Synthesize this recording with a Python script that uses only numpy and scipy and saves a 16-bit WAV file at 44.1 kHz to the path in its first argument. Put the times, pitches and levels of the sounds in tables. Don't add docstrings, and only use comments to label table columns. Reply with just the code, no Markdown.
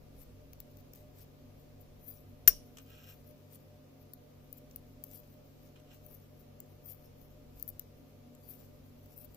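import sys
import numpy as np
from scipy import signal
from scipy.fft import rfft, irfft, next_fast_len
from scipy.io import wavfile
from scipy.ndimage import uniform_filter1d, minimum_filter1d, map_coordinates

SR = 44100
rng = np.random.default_rng(int(sys.argv[2]) if len(sys.argv) > 2 else 0)


def makeup_ratio(level_db):
    decades = np.asarray(level_db, float) / 20
    return 10 ** decades


def dump_mix(stems):
    frames = np.atleast_2d(stems).T
    limited = np.clip(frames, -1, 1)
    pcm = np.round(limited * 32767).astype(np.int16)
    wavfile.write(sys.argv[1], SR, pcm)


N = 412776
TIME = np.arange(N) / SR

# pitch in Hz, level in dB, left over right in dB.
HUM_LINES = [(99.7, -64.5, 1), (145.5, -64, 4), (239.4, -79.5, 0), (612, -92.5, 9.5)]
# pitch in Hz, width in Hz, lift in dB.
ROOM_MODES = [(94.7, 4, 22), (242.8, 3.3, 15), (269.3, 7, 12), (498, 130, 0), (600.5, 9.7, 19.5),
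              (722.3, 23.7, 10), (1217, 54, 7)]
# frequency in Hz, level in dB.
AIR_COLOUR = [(50, -27.5), (80, -3), (130, -6), (200, 3.5), (300, -0.5), (550, -4.5), (680, -11.5),
              (900, -12.5), (1500, -26), (2500, -47.5)]
# time in seconds, level in dB.
RUMBLE_LEVEL = [(0.0, -63), (0.52, -59), (1.12, -67), (1.51, -64), (3.28, -70), (3.91, -73.5), (4.3, -66.5),
                (5.13, -67.5), (6.91, -69), (7.56, -62), (8.26, -71), (9.36, -65.5)]
# frequency in Hz, level in dB.
RUMBLE_COLOUR = [(8, -9), (25, -2), (42, -3), (60, 1.5), (80, -10.5), (100, -48.5)]
# frequency in Hz, level in dB.
HISS_COLOUR = [(590, -29), (1000, -4.5), (1860, -7), (2340, -5.5), (3500, -8), (5800, -9.5), (7740, -14),
               (9190, -17.5), (11200, -10.5), (13000, -9), (15600, -9.5)]
# frequency in Hz, likeness from -1 to 1.
SIDE_LIKENESS = [(60, 0.8), (180, 0.8), (550, 0.33), (1650, -0.02), (4970, -0.01), (15000, -0.1)]
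# fastest moment in seconds, level in dB, rise in ms, fall in ms.
SLIDES = [(0.715, -69, 36, 33), (1.815, -62.5, 26, 30), (2.088, -52, 106, 155), (2.827, -66.5, 130, 17),
          (2.918, -70, 390, 340), (3.091, -60.5, 74, 180), (3.302, -64, 130, 59), (4.029, -68.5, 66, 12),
          (4.581, -60, 100, 18), (5.156, -51.5, 100, 66), (5.3, -70, 224, 185), (6.084, -63.5, 140, 290),
          (6.155, -57.5, 53, 18), (6.863, -54, 26, 90), (6.902, -46, 79, 68), (7.058, -68, 390, 59),
          (7.694, -51.5, 24, 22), (7.682, -50.5, 8, 40), (8.46, -61.5, 90, 80), (8.499, -50, 45, 104),
          (8.54, -52.5, 60, 69), (9.143, -66, 260, 10), (9.186, -55, 50, 26), (9.216, -53, 60, 55),
          (9.248, -51, 22, 24), (9.32, -67, 64, 160)]
# fastest moment in seconds, level in dB, rise in ms, fall in ms.
PULLS = [(0.201, -64.5, 73, 120), (0.807, -69, 76, 20), (0.951, -62, 10, 130), (1.17, -65.5, 52, 120),
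         (1.23, -57.5, 124, 25), (1.6, -74, 66, 110), (3.552, -57.5, 76, 29), (4.6, -77, 100, 100),
         (5.12, -64, 90, 82), (5.657, -71.5, 280, 120), (5.949, -65.5, 51, 84), (7.603, -68, 150, 400),
         (8.6, -69, 33, 170)]
# time in seconds, level in dB.
BRUSHES = [(1.3, -81), (1.4, -80), (2.21, -74), (2.3, -76), (2.67, -70.5), (3.4, -74), (3.61, -75),
           (4.25, -85.5), (4.44, -76), (4.72, -76), (4.9, -72.5), (5.07, -68.5), (5.46, -72.5), (6.22, -73),
           (6.4, -68), (6.71, -72), (6.97, -79), (7.22, -68), (7.32, -72.5), (7.41, -82.5), (7.606, -62),
           (7.98, -72), (8.1, -75), (8.625, -64), (8.76, -73), (8.87, -71.5), (9.06, -74.5)]
SQUEAL_HZ = [10170, 10650, 11900, 12780, 13300, 14000, 14500, 15200]
RUB_HZ = [4720, 5500, 6285, 7340, 8400, 9560]
# frequency in Hz, level in dB.
SHRILL_COLOUR = [(7000, -44), (9000, -22.5), (10300, -16), (12300, -3.5), (14000, -2.5), (15500, -5),
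                 (16600, -40), (17000, -80)]
# frequency in Hz, level in dB.
DULL_COLOUR = [(800, -25.5), (2000, -1), (4500, -1.5), (6500, -0.5), (8000, -3), (9500, -11.5),
               (12000, -73)]
# time in seconds, peak in dB, dull part below it in dB, pitch in Hz.
TICKS = [(0.5322, -42.5, -18, 15200), (0.602, -36.5, -21.5, 15300), (0.7703, -52, -14, 15100),
         (0.9348, -45.5, -15.5, 13600), (0.9577, -47, -20, 15400), (3.525, -50, -46.5, 12670),
         (4.1347, -38, -23.5, 14700), (4.5273, -34, -32, 14300), (4.5837, -52, -18, 15260),
         (4.7113, -56.5, -5.5, 15200), (4.7599, -33.5, -26.5, 13700), (5.0384, -30.5, -26, 14200),
         (5.1128, -48.5, -17, 12900), (6.0633, -42, -28, 11700), (6.112, -50, -26, 14900),
         (6.1459, -54, -18, 13300), (6.6024, -36.5, -21, 15100), (6.8588, -44.5, -29, 14500),
         (7.5973, -42, -22.5, 13900), (7.6256, -28, -32, 13400), (7.6777, -33, -41, 14200),
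         (7.689, -31.5, -46, 12300), (7.7004, -41, -34, 11900), (7.7945, -29.5, -24.5, 12800),
         (8.35, -52, -13.5, 13300), (8.4884, -41, -41, 13550), (9.0593, -55.5, -15, 15200),
         (9.177, -43, -34, 14800), (9.2454, -44, -31, 15000), (9.3457, -46.5, -17, 12200)]
# pitch in Hz, level in dB.
DULL_MODES = [(2600, -8), (4500, 1), (6000, 5.5), (7500, 7)]
SINGING_HZ = [10400, 11890, 13540, 15200]
# time in seconds, level in dB.
RAP = [
    (2.476, 1.5),
    (2.4777, -2.5),
    (2.4802, -1),
]
# frequency in Hz, level in dB.
CRACK_COLOUR = [(60, -16), (200, 1), (450, -5), (800, -15), (1150, -14), (1600, 4.5), (2000, 1.5),
                (2800, -7.5), (4000, -9), (6000, 7.5), (8500, -1.5), (11000, 5), (14000, 2), (16500, -21)]
# pitch in Hz, level in dB, seconds to fall 60 dB.
NEEDLE_MODES = [(5475, -39.5, 0.21), (5620, -46, .15), (5766, -44, 0.23), (5879, -41.5, 0.21),
                (6160, -47.5, .2), (6780, -41.5, .1), (8280, -36, .12), (10330, -23.5, .076),
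                (11400, -32.5, .1), (11890, -14, .055), (12790, -39, .1), (13538, -23, .1),
                (13600, -24, .1), (15200, -31.5, .13)]
# pitch in Hz, level in dB, seconds to fall 60 dB.
LOUDEST_NOTE = (13540, -5, .026)
# pitch in Hz, level in dB, seconds to fall 60 dB.
MOUNT_MODES = [(38, -37.5, .25), (73.06, -45.5, 0.11), (200, -42.5, 0.035), (915, -47.5, 0.048)]
# pitch in Hz, width in Hz, level in dB.
EDGE_MODES = [(472, 20, -4.5), (1305, 73, -4.5), (1607, 90, -5), (1925, 73, -9.5), (2475, 110, -4.5),
              (2804, 110, -1), (3150, 380, -6.5), (4170, 484, -13.5)]
# time in seconds, peak in dB.
TOUCHES = [
    (2.7707, -44),
    (2.7839, -43.5),
    (5.233, -59),
    (5.7604, -60),
    (5.7982, -59),
]
# pitch in Hz, width in Hz, level in dB.
TOUCH_MODES = [(1290, 650, -6.5), (2980, 440, 0), (6400, 710, -1.5), (7830, 210, 3.5), (12200, 1700, -4.5)]
# hardest moment in seconds, scrape level in dB, rise in ms, fall in ms, singing in dB.
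DRAGS = [
    (2.8, -65, 20, 35, -10),
    (2.92, -66.5, 120, 340, -6),
    (3.105, -61, 291, 63, -1.5),
    (5.762, -65.5, 11, 63, -18.5),
    (5.925, -67, 110, 65, -5.5),
]
# frequency in Hz, left over right in dB.
PORT_LIFT = [(2000, -2.5), (5500, -1.5), (7000, 6), (8500, 11), (10500, 12), (12000, 16), (13500, 25.5),
             (15200, 14)]
# frequency in Hz, seconds to fall 60 dB.
ROOM_DECAY = [(300, 0.43), (1500, 0.12), (4000, 0.1587), (8000, 0.27), (14000, 0.23)]


def unit(x):
    return x / np.sqrt(np.mean(x ** 2) + 1e-20)


def along(points, hz):
    f, v = np.transpose(points)
    return np.interp(np.log(hz + 1), np.log(f + 1), v)


def filtered(x, response):
    n = x.shape[-1]
    m = next_fast_len(n + 8192)
    return irfft(rfft(x, m) * response(np.fft.rfftfreq(m, 1 / SR)), m)[..., :n]


def coloured(x, spectrum):
    return filtered(x, lambda hz: makeup_ratio(along(spectrum, hz)))


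def resonances(modes):
    def response(f):
        total = 0
        for k, (c, width, db) in enumerate(modes):
            damping = 1j * f * width
            total = total + (-1) ** k * makeup_ratio(db) * damping / (c * c - f * f + damping)
        return total
    return response


def wobble(rate):
    return map_coordinates(rng.standard_normal(int(N * rate / SR) + 4), [TIME * rate])


def steady(x):
    return filtered(x, lambda hz: hz < 15580)


def swells(rows):
    s, db, rise, fall = np.transpose(rows)[:4, :, None]
    ms = (TIME[::32] - s) * 1000
    side_ms = np.where(ms < 0, rise, fall).clip(4)
    swell_db, rounded = 30, 1.3
    return makeup_ratio(db - swell_db * np.abs(ms / side_ms) ** rounded)


def smooth(gain):
    return np.interp(TIME, TIME[::32], np.sqrt((gain ** 2).sum(0)))


def ringing(t, modes, rough_db):
    total = 0
    for hz, db, t60 in modes:
        flutter = rough_db * map_coordinates(rng.standard_normal(80), [t * 120], mode="wrap")
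        total = total + makeup_ratio(db - 60 * t / t60 + flutter) * np.sin(2 * np.pi * hz * t)
    return total


def place(out, s, sound):
    out[:, round(s * SR):][:, :sound.shape[-1]] += sound


def pair(response):
    def mid_side(hz):
        turn = np.arccos(np.clip(along(SIDE_LIKENESS, hz), -1, 1)) / 2
        return response(hz) * np.array([np.cos(turn), np.sin(turn)])
    mid, side = filtered(rng.standard_normal((2, N)), mid_side)
    return unit(np.array([mid + side, mid - side]))


def background():
    hum = 0
    for hz, db, pan_db in HUM_LINES:
        sides_db = np.array([[pan_db / 2], [-pan_db / 2]])
        gain = makeup_ratio(db + 0.53 * wobble(2.7) + sides_db)
        hum = hum + gain * np.sqrt(2) * np.sin(2 * np.pi * hz * TIME)

    def air_response(f):
        lift = 1 + sum(makeup_ratio(db) / (1 + (2 * (f - c) / w) ** 2) for c, w, db in ROOM_MODES)
        return makeup_ratio(along(AIR_COLOUR, f)) * lift
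    air = makeup_ratio(-59.0 + 0.15 * wobble(3.1)) * pair(air_response)
    rumble_db = np.interp(TIME, *np.transpose(RUMBLE_LEVEL)) + 2.5 + 1.5 * wobble(4.6)
    rumble = makeup_ratio(rumble_db) * pair(lambda f: makeup_ratio(along(RUMBLE_COLOUR, f)))
    hiss = makeup_ratio([[-68], [-69]]) * pair(lambda f: makeup_ratio(along(HISS_COLOUR, f)))
    return hum + air + rumble + hiss


def slips():
    return rng.standard_normal(N) * makeup_ratio(3 * wobble(900) + 6 * wobble(30))


def slides():
    brushes = [(s, db, 100, 100) for s, db in BRUSHES]
    after = [(s + 0.0068, db - 39, 4, 83) for s, db, *_ in TICKS]
    shrill_gain = smooth(swells(SLIDES + PULLS + brushes + after))
    moving = shrill_gain / (shrill_gain + makeup_ratio(-88.5))
    dull_gain = makeup_ratio(-72.5) * (shrill_gain / makeup_ratio(-55)) ** 0.59 * moving
    pull_share = (smooth(swells(PULLS)) / (shrill_gain + makeup_ratio(-85))) ** .5
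    dull_gain *= makeup_ratio(6 * pull_share)

    clumps = makeup_ratio(2.5 * wobble(300))
    squeals = sum(filtered(slips(), resonances([(hz, 220, along(SHRILL_COLOUR, hz))])) for hz in SQUEAL_HZ)
    squeals = unit(coloured(squeals, [(8500, -30), (10000, 0)]))
    rustle = unit(coloured(rng.standard_normal((2, N)), SHRILL_COLOUR))
    shrill = unit(steady(clumps * (squeals + .5 * rustle)))
    rub = unit(sum(filtered(slips(), resonances([(hz, 250, 0)])) for hz in RUB_HZ))
    dull_rustle = unit(coloured(rng.standard_normal((2, N)), DULL_COLOUR))
    dull = unit(steady(clumps * (dull_rustle + 0.8 * rub)))
    return makeup_ratio([[5], [-14]]) * shrill_gain * shrill + makeup_ratio(2.5) * dull_gain * dull


def to_peak(x):
    return x / np.abs(x).max(1)[:, None]


def ticks():
    out, t = np.zeros((2, N + SR)), np.arange(SR // 8) / SR

    def peak(f, centre_hz, width_hz):
        return .45 + 1 / (1 + ((f - centre_hz) / width_hz) ** 2)
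    for s, db, dull_db, hz in TICKS:
        pan_db = 38 - 0.73 * db
        struck = makeup_ratio(7 * rng.normal(size=4))
        burst = rng.standard_normal((2, len(t))) * (t / .0005) * np.exp(-t / 0.00092)

        def dull_response(f):
            modes = sum(g * makeup_ratio(mode_db) * peak(f, c, 520) ** 2 for g, (c, mode_db) in zip(struck, DULL_MODES))
            return makeup_ratio(along(DULL_COLOUR, f)) * modes
        shrill = to_peak(filtered(burst, lambda f: makeup_ratio(along(SHRILL_COLOUR, f)) * peak(f, hz, 630)))
        shrill += makeup_ratio(-33) * ringing(t, [(c, rng.normal(0, 5), .07) for c in SINGING_HZ], rough_db=3)
        dull = to_peak(filtered(burst, dull_response))
        place(out, s, makeup_ratio(db + 6) * makeup_ratio([[0], [-pan_db]]) * shrill + makeup_ratio(db + dull_db + 11.5) * dull)
    return out[:, :N]


def rap():
    out, push, t = np.zeros((2, N + SR)), np.zeros(N), np.arange(SR // 2) / SR
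    for s, db in RAP:
        crack = coloured(makeup_ratio(-60 * t / 0.012) * rng.standard_normal((2, len(t))), CRACK_COLOUR)
        place(out, s, makeup_ratio(db - 15.5) * crack)
        push[round(s * SR)] = makeup_ratio(db + 3.0)
    blow_s = RAP[0][0]
    note_hz, note_db, note_t60 = LOUDEST_NOTE
    note = makeup_ratio(note_db - 60 * (t / note_t60) ** 3) * np.sin(2 * np.pi * note_hz * t)
    needle = (1 - np.exp(-t / .0008)) * (note + ringing(t, NEEDLE_MODES, rough_db=3))
    place(out, blow_s, needle + ringing(t, MOUNT_MODES, rough_db=1))
    rattle_modes = [(5693, 450, -0.5), (2880, 150, -6), (10730, 1500, -4.5)]  # Hz, width Hz, dB
    rattle = unit(filtered(rng.standard_normal((2, len(t))), resonances(rattle_modes)))
    place(out, blow_s, makeup_ratio(-45.5 - 60 * t / 0.39) * steady(rattle))
    return out[:, :N] + filtered(push, resonances(EDGE_MODES))


def touches():
    out, push, t = np.zeros((2, N + SR)), np.zeros(N), np.arange(SR // 2) / SR
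    for s, db in TOUCHES:
        tap = makeup_ratio(-60 * t / 0.038) * rng.standard_normal((2, len(t)))
        place(out, s, makeup_ratio(db + 5.0) * steady(filtered(tap, resonances(TOUCH_MODES))))
        push[round(s * SR)] = makeup_ratio(db + 10)
    return out[:, :N] + filtered(push, resonances(EDGE_MODES))


def drags():
    gain = swells(DRAGS)
    scrape_gain = smooth(gain)
    sing_gain = smooth(gain * makeup_ratio(np.transpose(DRAGS)[4, :, None]))
    rub = rng.standard_normal((2, N)) * makeup_ratio(1.5 * wobble(50) + 3 * wobble(600))
    scrape = makeup_ratio(0.5) * scrape_gain * unit(filtered(rub, resonances(EDGE_MODES)))
    low_modes = [(5400, 140, -7), (6140, 370, -11.5), (7550, 160, -5.5)]  # Hz, width Hz, dB
    sing_modes = low_modes + [(hz, 60, 0) for hz in SINGING_HZ[1:]]
    sing = makeup_ratio(4.0) * sing_gain * unit(filtered(rub[0], resonances(sing_modes)))
    return steady(scrape + sing)


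def ports(x):
    return filtered(x, lambda hz: np.array([hz ** 0, makeup_ratio(-along(PORT_LIFT, hz))]))


def room(x):
    hz, t, z = signal.stft(rng.standard_normal((2, SR // 2)), SR, nperseg=256)
    tail = signal.istft(z * makeup_ratio(-60 * t / along(ROOM_DECAY, hz)[:, None]), SR, nperseg=256)[1]
    delayed = np.pad(x, (250, 0))[None]
    return signal.fftconvolve(delayed, tail / np.linalg.norm(tail[0]), axes=1)[:, :N]


def thinned(x):
    hz, _, z = signal.stft(x, SR, nperseg=2048)
    power = uniform_filter1d((np.abs(z) ** 2).mean(0), size=10, axis=0)
    level_db = 10 * np.log10(np.abs(power) + 1e-20)
    treble_db = level_db[(hz > 11000) & (hz < 15000)].mean(0)
    quiet_db = np.percentile(treble_db, 20)
    luck = uniform_filter1d(rng.standard_normal(level_db.shape), size=5, axis=0)
    luck = unit(uniform_filter1d(luck, size=3, axis=1))
    limit_db = quiet_db - 10 + .45 * (treble_db - quiet_db) + 5.5 * luck
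    keep = (level_db > limit_db) | (hz[:, None] < 1800) | (hz[:, None] > 11500)
    keep = minimum_filter1d(keep * 1., size=2, axis=1)
    keep = np.maximum(keep, level_db > quiet_db + 6)
    return signal.istft(z * keep, SR, nperseg=2048)[1][:, :N]


def scene():
    behind = background()
    near = slides() + ticks() + ports(rap() + touches() + drags())
    return near + steady(makeup_ratio(-13.5) * room(near[1]) + behind)


def band_limit(x):
    return signal.sosfilt(signal.butter(12, 16790, fs=SR, output="sos"), x)


def record(dry):
    mix = filtered(thinned(dry), lambda hz: np.clip((16850 - hz) / 400, 0, 1))
    return band_limit(mix)


dry = scene()
out = record(dry)
dump_mix(out)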